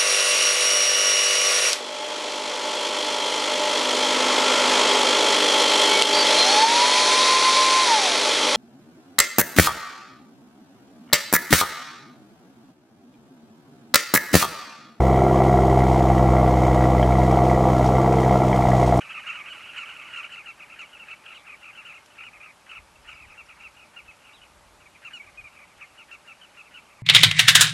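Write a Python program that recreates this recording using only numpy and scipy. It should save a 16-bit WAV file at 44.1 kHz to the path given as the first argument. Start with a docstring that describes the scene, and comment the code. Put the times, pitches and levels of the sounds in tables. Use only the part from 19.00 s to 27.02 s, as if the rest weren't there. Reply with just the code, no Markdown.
"""Bee-eaters chatter in a tree: short, rough, drooping notes from the syrinx, strongest on their second
harmonic and mostly opened by a rasp. At first the colony is close and crowded, a little right of the
microphone; then fewer birds call from further off, straight ahead. Leaves scatter the calls, along with
a small bird's thin whistles, one buzzy scold and two dry ticks. Behind them lie a faint outdoor murmur,
hiss and hum, and soft wind rumbles on the microphone."""
import sys
import numpy as np
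from scipy import signal
from scipy.fft import rfft, irfft
from scipy.io import wavfile
from scipy.ndimage import map_coordinates

SR = 44100
rng = np.random.default_rng(int(sys.argv[2]) if len(sys.argv) > 2 else 0)


def persist_wave(psi):
    """Save psi, clipped to +-1, as 16-bit WAV."""
    counts = np.round(np.clip(psi, -1, 1) * 32767).astype(np.int16)
    wavfile.write(sys.argv[1], SR, np.atleast_2d(counts).T)


N = 353682
TIME = np.arange(N) / SR


def undb(db):
    """Decibels to gain."""
    return 10 ** (np.asarray(db) / 20)


def unit(x):
    """Scale to rms 1."""
    return x / np.sqrt(np.mean(x ** 2) + 1e-20)


def curve(rows):
    """Join (time, value) rows by straight lines."""
    return np.interp(TIME, *np.transpose(rows))


def band_noise(samples, lo_hz, hi_hz, order=2):
    """Band-passed noise at rms 1."""
    sos = signal.butter(order, [lo_hz, hi_hz], "band", fs=SR, output="sos")
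    return unit(signal.sosfilt(sos, rng.standard_normal(samples)))


def wander(t, rate):
    """Smooth random motion through `rate` points a second, with a spread near 1."""
    points = rng.standard_normal(256)
    return map_coordinates(points, [t * rate + rng.random()], order=3, mode="wrap")


def gate(t, attack_s, release_s):
    """Smooth opening and closing of a note."""
    ramps = np.clip(t / attack_s, 0, 1) * np.clip((t[-1] - t) / release_s, 0, 1)
    return np.sin(np.pi / 2 * ramps) ** 2


def add(out, start, sound):
    """Mix a sound in at its start time."""
    i = int(np.clip(start * SR, 0, N - 1))
    out[i:i + len(sound)] += sound[:N - i]


def stereo(mid, side):
    """Mid and side to left and right."""
    return np.array([mid + side, mid - side])


# spectrum of the open air around the tree: (frequency [Hz], relative level [dB])
AIR_SPECTRUM = [(40, -39), (90, -2.5), (160, 1), (350, -1.5), (520, -2), (590, 5.5), (670, -1), (860, 5),
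                (1000, 1), (1200, 2), (1700, -3.5), (3500, -8), (8000, -12.5), (11500, -15)]

def air(level_db=-56, wide_below_hz=620):
    """Distant murmur and even hiss, wider in the bass and a little louder at first."""
    hz = np.maximum(np.fft.rfftfreq(N, 1 / SR), 1)
    points_hz, points_db = np.transpose(AIR_SPECTRUM)
    colour = undb(np.interp(np.log(hz), np.log(points_hz), points_db))
    width = .0043 + .34 / (1 + (hz / wide_below_hz) ** 2)
    mid, side = (irfft(rfft(rng.standard_normal(N)) * colour * gain, N) for gain in (1, width))
    lift_db = curve([(0, 3), (1.26, 2.5), (1.29, 1.1), (4, 0)])
    return stereo(mid, side) / np.std(mid) * undb(level_db + lift_db)


# faint tones in the background, dead centre: (frequency [Hz], level [dB])
HUM_TONES = [(60, -78), (4990, -90), (7854, -85)]

def hum():
    """A steady low hum and a thin whine."""
    return sum(np.sqrt(2) * undb(db) * np.sin(2 * np.pi * hz * TIME) for hz, db in HUM_TONES)


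# gusts right at the microphone: (peak time [s], half-width [s], level [dB])
MIC_GUSTS = [(3.3, 0.13, -67), (3.82, 0.042, -56), (4.05, 0.19, -61.5), (4.27, .06, -57.5),
             (4.58, 0.3, -67.5), (5.07, 0.056, -62.5), (5.63, 0.29, -63.5), (6.3, .05, -60),
             (6.42, .05, -56), (6.77, .025, -63.5)]

def wind(calm_db=-76, side_db=-10):
    """Soft gusts swell and die away, rumbling on the microphone."""
    mid, side = (band_noise(N, 37, 92) for _ in range(2))
    gusts = (undb(db) * np.exp(-((TIME - peak) / width) ** 2) for peak, width, db in MIC_GUSTS)
    power = undb(calm_db) ** 2 + sum(gust ** 2 for gust in gusts)
    return stereo(mid, undb(side_db) * side) * np.sqrt(power)


def foliage(sound, leaves_t60=.092, leaves_db=-13, trees_t60=.11, trees_db=-19, side_db=-6):
    """Leaves and ground return a short diffuse tail, the trees around a fainter, slightly longer one."""
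    t = np.arange(SR) / SR
    decays = (np.exp(-np.log(1000) * t / t60) * (t > .003) for t60 in (leaves_t60, trees_t60))
    leaves, trees = (decay / np.linalg.norm(decay) for decay in decays)
    tail = np.hypot(undb(leaves_db) * leaves, undb(trees_db) * trees)
    mid, side = (signal.fftconvolve(sound, rng.standard_normal(SR) * tail)[:N] for _ in range(2))
    return stereo(mid, undb(side_db) * side)


# light ticks among the leaves: (time [s], level [dB])
DRY_TICKS = [(3.06, -47.5), (6.779, -59)]

def ticks(decay_s=.0031):
    """Brief dry ticks, as of a twig."""
    out = np.zeros(N)
    t = np.arange(SR // 50) / SR
    for start, db in DRY_TICKS:
        add(out, start, undb(db) * band_noise(len(t), 900, 7000, order=1) * np.exp(-t / decay_s))
    return out


# a small bird, faint behind the colony:
# (time [s], length [s], first pitch [Hz], middle pitch [Hz], last pitch [Hz], level [dB])
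SONGBIRD_WHISTLES = [(4.012, .032, 4880, 5300, 4840, -71), (4.13, .028, 5000, 4950, 4900, -65),
                     (4.215, 0.024, 5470, 5150, 4800, -68), (4.3, .026, 5100, 5100, 4950, -70),
                     (4.454, .018, 5900, 5500, 4900, -65), (5.327, 0.037, 3250, 3870, 3700, -58.5),
                     (5.35, 0.049, 3840, 3420, 3050, -62)]

def whistles(run_start=4.546, period_s=.0615, sweep_s=.027, sweep_hz=(6270, 4870, 3770), sweep_db=-70.5):
    """Thin pure glides of a small songbird: single whistles and an even run of six falling sweeps."""
    out = np.zeros(N)
    sweeps = [(run_start + k * period_s, sweep_s, *sweep_hz, sweep_db) for k in range(6)]
    for start, length, *pitches, db in list(SONGBIRD_WHISTLES) + sweeps:
        t = np.arange(int(length * SR)) / SR
        hz = np.polyval(np.polyfit([0, .5, 1], pitches, 2), t / t[-1])
        glide = np.sin(2 * np.pi * np.cumsum(hz) / SR)
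        add(out, start, undb(db) * unit(glide * gate(t, .0082, .0062)))
    return out


def churr(start=2.225, length_s=.21, db=-59, pulse_hz=75):
    """Another bird gives one high, buzzy scold."""
    out = np.zeros(N)
    t = np.arange(int(length_s * SR)) / SR
    buzz = band_noise(len(t), 3050, 4000, order=5) * (1 + .19 * np.sin(2 * np.pi * pulse_hz * t))
    add(out, start, undb(db) * buzz * gate(t, .15, .027))
    return out


# upper harmonics of a bee-eater's voice: (multiple of the pitch, relative level [dB])
VOICE_OVERTONES = [(3, 4.5), (4, -2), (5, 3), (6, -4), (7, -23)]

def note(length, early_hz, late_hz, fundamental_db, overtones_db, rough,
         trill_hz=70, trill=.067, jitter=.0602, droop=.262, detune=.13):
    """One bee-eater note: the syrinx trills and falters; pitch and level sag as the pressure runs out."""
    t = np.arange(int((length + .00519) * SR)) / SR
    progress = t / t[-1]
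    trill_phase = 2 * np.pi * (trill_hz * t + .089 + .21 * wander(t, 70.5))
    glide_hz = early_hz + (late_hz - early_hz) * (2 * progress - .5)
    sag = droop * min(.37 + 2.6 * rough, 1) * progress ** 6  # clean notes hold their pitch better
    waver = trill * np.cos(trill_phase) + jitter * wander(t, 330)
    hz = glide_hz * (1.022 - sag) * (1 + rough * waver)
    phase = 2 * np.pi * np.cumsum(hz) / SR
    # each throb of the trill is loudest while its pitch falls
    throb = np.tanh((rough + .089) * (.34 * wander(t, 210) + .22 * np.sin(trill_phase)))
    pressure = np.exp(throb - .09 * (1 - progress) ** 4 - .78 * progress ** 3) * gate(t, .0065, .006)
    # the throat favours the second harmonic and shuts out what lies above it
    second = unit(np.sin(2 * phase) / np.sqrt(1 + (hz / 1580) ** 20))
    # the other side of the syrinx joins in fits, a little flat, and beats against the first
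    beat = .79 * wander(t, 240) * np.sin(2 * (1 - detune) * phase)
    # uneven cycles fill the gap under the second harmonic and blur the overtones
    hoarse = .24 * band_noise(len(t), 1530, 2400, order=3)
    blurred_phase = phase + (rough + .093) * .52 * wander(t, 803)
    overtones = sum(undb(db + 3.3 * wander(t, 160)) * np.sin(k * blurred_phase)
                    for k, db in VOICE_OVERTONES)
    fundamental = undb(fundamental_db + 2) * np.sin(phase)
    fundamental *= np.exp(.26 * wander(t, 167) - .35 * progress ** 4)
    tone = second + rough * (beat + hoarse) + fundamental + undb(overtones_db) * overtones
    return unit(pressure * tone)


# the colony's chatter from deep in the tree: (time [s], level [dB])
FAR_CHATTER = [(0, -43.5), (.3, -43), (.7, -47.5), (1.26, -46), (1.29, -61), (2.3, -56), (3.1, -62),
               (3.9, -67.5), (4.3, -61), (5.2, -62.5), (5.6, -72.5), (6.0, -66), (6.5, -58.5), (7.1, -66.5),
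               (8.02, -58)]

def far_birds(count=340, pitch_hz=1325):
    """Many distant bee-eater notes overlap into one chatter."""
    out = np.zeros(N)
    for i, (when, size, pitch, strength) in enumerate(rng.random((count, 4))):
        hz = pitch_hz * (1 + .32 * (pitch - .5))
        call = note(.0245 + .0405 * size, hz, .95 * hz, fundamental_db=-5, overtones_db=-25, rough=.696)
        add(out, (i + when) / count * N / SR, undb(4 * strength) * call)
    return unit(out) * undb(curve(FAR_CHATTER))


def branch_echo(sound, echo_db=-11, shortest_s=.001996, spread_s=.007):
    """A short detour by way of a branch; on a glide it beats against the direct sound."""
    lag = int((shortest_s + spread_s * rng.random()) * SR)
    return np.pad(sound, (0, lag)) + undb(echo_db) * np.pad(sound, (lag, 0))


def add_rasp(out, note_start, length, db, overlap_s=.007):
    """The syrinx rattles irregularly in the throat before the voice locks into its note."""
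    t = np.arange(int(length * SR)) / SR
    rattle = band_noise(len(t), 1250, 3000, order=5)
    throat = undb(-2) * band_noise(len(t), 1500, 1900)
    rasp = unit((rattle + throat) * gate(t, .012, .0043))
    add(out, note_start + overlap_s - length, undb(db) * rasp)


def voice(length, hz, rough, overtones_db, fall):
    """A sinking note and its branch echo; higher and rougher notes let more fundamental through."""
    fundamental_db = -8 + .01 * (hz - 1340) + 6.5 * (rough - .54)
    early_hz, late_hz = hz * (1 + fall / 2), hz * (1 - fall / 2)
    return branch_echo(note(length, early_hz, late_hz, fundamental_db, overtones_db, min(rough, 1)))


# low piping from the nearer perches: (time [s], length [s], nominal pitch [Hz], level [dB])
NEAR_PIPINGS = [(6.195, 0.023, 1106, -44), (6.225, .022, 1150, -55), (6.371, 0.043, 1211, -45),
                (6.438, .041, 1172, -45.5)]

def pipings(fall=.012):
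    """Soft clear notes without a rasp, almost level and nearly all second harmonic."""
    out = np.zeros(N)
    for start, length, hz, db in NEAR_PIPINGS:
        early_hz, late_hz = hz * (1 + fall / 2), hz * (1 - fall / 2)
        pipe = note(length, early_hz, late_hz, fundamental_db=-24, overtones_db=-44, rough=.098)
        add(out, start, undb(db) * branch_echo(pipe))
    return out


# stuttered calls from the nearer perches:
# (time [s], syllables, spacing [s], nominal pitch [Hz], level [dB], roughness)
NEAR_STUTTERS = [(1.595, 2, 0.02, 1250, -45.5, 0.53), (1.696, 2, 0.021, 1286, -47, 0.51),
                 (2.251, 3, .025, 1344, -46, .68), (2.465, 3, 0.025, 1234, -45.5, 0.52),
                 (2.627, 3, 0.023, 1280, -46, 0.54), (3.329, 2, 0.019, 1180, -50.5, 0.48),
                 (3.469, 2, 0.018, 1160, -51.5, 0.54), (4.147, 4, .024, 1254, -50, 0.36),
                 (4.295, 2, 0.02, 1253, -51, 0.54), (4.765, 3, 0.024, 1298, -54, 0.43),
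                 (6.56, 3, 0.025, 1180, -52, .5), (7.41, 2, 0.018, 1467, -50.5, 0.14)]

def stutters(pitch_step=.03):
    """A short rasp, then quick syllables that step down in pitch, the last drawn out."""
    out = np.zeros(N)
    for start, syllables, spacing, hz, db, rough in NEAR_STUTTERS:
        add_rasp(out, start, length=.029, db=db - 11)
        last = syllables - 1
        for k in range(syllables):
            length = spacing * (1.52 if k == last else .913)
            pitch = hz * (1 - pitch_step * (k - last / 2))
            syllable = voice(length, pitch, rough, overtones_db=-36, fall=.0655)
            add(out, start + k * spacing, undb(db) * syllable)
    return out


# single calls from the nearer perches:
# (time [s], length [s], nominal pitch [Hz], level [dB], roughness, overtone gain [dB])
NEAR_SQUAWKS = [(0.003, 0.013, 1202, -43.5, 1.06, -20), (0.09, 0.034, 1280, -41.5, 0.94, -36),
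                (0.138, .06, 1306, -40, .72, -40), (0.264, 0.05, 1340, -35, .6, -30.5),
                (0.296, 0.046, 1265, -40.5, 0.73, -31), (0.344, 0.033, 1363, -39.5, .7, -30),
                (0.377, 0.041, 1230, -43, .4, -35), (0.456, 0.036, 1342, -41.5, 0.46, -34),
                (0.482, .018, 1524, -48, 0.56, -26), (0.5, 0.034, 1438, -41, 0.09, -27),
                (0.578, 0.04, 1360, -47.5, 1.1, -24), (0.621, 0.049, 1390, -47, 0.94, -32),
                (0.686, 0.027, 1340, -42, 0.33, -43), (0.759, 0.031, 1330, -37.5, 0.74, -26),
                (0.776, 0.069, 1354, -37, 0.42, -26.5), (0.852, 0.029, 1395, -43, 0.77, -29),
                (0.886, .056, 1380, -43.5, 0.58, -30), (0.951, 0.027, 1415, -46.5, 0.44, -37),
                (0.985, .055, 1260, -44, 0.68, -32), (1.044, 0.048, 1345, -47.5, 0.68, -32),
                (1.129, 0.034, 1364, -40, 0.36, -30), (1.157, 0.056, 1350, -36.5, 0.43, -26.5),
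                (1.226, 0.047, 1373, -40.5, .73, -31), (1.298, 0.029, 1400, -48.5, .44, -30),
                (1.318, 0.043, 1356, -41.5, 0.6, -24.5), (1.364, 0.057, 1275, -42.3, 0.5, -31),
                (1.456, 0.021, 1340, -42.5, 0.26, -33), (1.477, .038, 1299, -41.5, 0.34, -28),
                (1.787, 0.053, 1290, -40.5, 0.57, -25), (1.841, 0.036, 1385, -54, 0.17, -28),
                (1.926, 0.051, 1373, -48.5, 0.48, -37), (1.992, .05, 1336, -45, 0.45, -40.5),
                (2.081, .02, 1258, -44, 0.33, -29), (2.101, 0.041, 1280, -41, 0.7, -29),
                (2.343, 0.04, 1404, -48, 0.4, -26), (2.727, 0.013, 1400, -52.5, .3, -28),
                (2.747, 0.031, 1432, -49.5, .6, -30), (2.773, 0.046, 1300, -44.5, 0.62, -34),
                (2.848, 0.053, 1380, -45, 0.54, -27), (2.892, 0.039, 1225, -45.5, .5, -28),
                (2.933, 0.054, 1290, -48, 0.58, -27), (3.102, .035, 1443, -62, 0.44, -26),
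                (3.178, 0.062, 1265, -43.5, 0.55, -35), (3.231, 0.06, 1335, -45, 0.57, -31),
                (3.4, 0.04, 1208, -48, .5, -45), (3.425, .046, 1302, -47.5, 0.86, -44),
                (3.689, .064, 1310, -44, 0.66, -27), (3.745, 0.047, 1267, -44, 0.6, -38),
                (3.953, 0.014, 1310, -56.5, 0, -42), (4.071, 0.071, 1342, -44.5, 0.83, -25),
                (4.375, .042, 1315, -45, 0.36, -31), (4.483, 0.051, 1295, -49.5, 0.8, -34),
                (4.595, 0.041, 1273, -49.5, 0.7, -26), (4.632, 0.046, 1314, -44.5, 0.28, -40),
                (4.96, 0.045, 1332, -44.5, 0.4, -38), (5.077, 0.04, 1245, -49, 0.22, -46),
                (5.238, 0.094, 1283, -55, .84, -34), (5.319, 0.042, 1336, -57.5, .5, -31),
                (5.412, .049, 1383, -54, 0.58, -30), (5.796, 0.035, 1345, -59, 0.6, -34),
                (5.854, 0.0214, 1158, -54, 0.4, -45), (5.947, 0.018, 1166, -53.5, .35, -44),
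                (6.046, 0.043, 1338, -41.5, 0.37, -27), (6.13, .05, 1396, -42.5, .15, -20.5),
                (6.261, 0.035, 1174, -52.5, 0.64, -27), (6.807, 0.04, 1267, -45, 0.7, -33),
                (6.874, .04, 1330, -60.5, 0.6, -34), (6.974, 0.059, 1348, -49.5, .5, -27),
                (7.11, .047, 1350, -44.5, 0.49, -24), (7.273, 0.058, 1318, -47, 0.34, -28),
                (7.57, .052, 1332, -47, 0.35, -30), (7.654, 0.038, 1236, -56, 0.73, -34),
                (7.737, 0.056, 1376, -46.5, 0.43, -29)]

def squawks():
    """A rasp, then one rough note; a forced call has both stronger overtones and a louder rasp."""
    out = np.zeros(N)
    for start, length, hz, db, rough, overtones_db in NEAR_SQUAWKS:
        force_db = .29 * (overtones_db + 26)
        add_rasp(out, start, length=.04, db=db - 10.5 + force_db)
        add(out, start, undb(db) * voice(length, hz, rough, overtones_db, fall=.0434))
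    return out


def scene():
    """Facing the tree: the close birds sit slightly right, the later ones almost straight ahead."""
    tree = squawks() + stutters() + pipings() + far_birds() + whistles() + churr() + ticks()
    left_over_right_db = np.where(TIME < 1.276, -1.5, .3)
    pan = undb(stereo(0, left_over_right_db / 2))
    return (tree + foliage(tree)) * pan + air() + hum() + wind()


def record(dry, top_hz=11900):
    """The microphone chain cuts the top steeply."""
    return signal.sosfilt(signal.ellip(10, .2, 80, top_hz, fs=SR, output="sos"), dry)


dry = scene()
out = record(dry)
persist_wave(out)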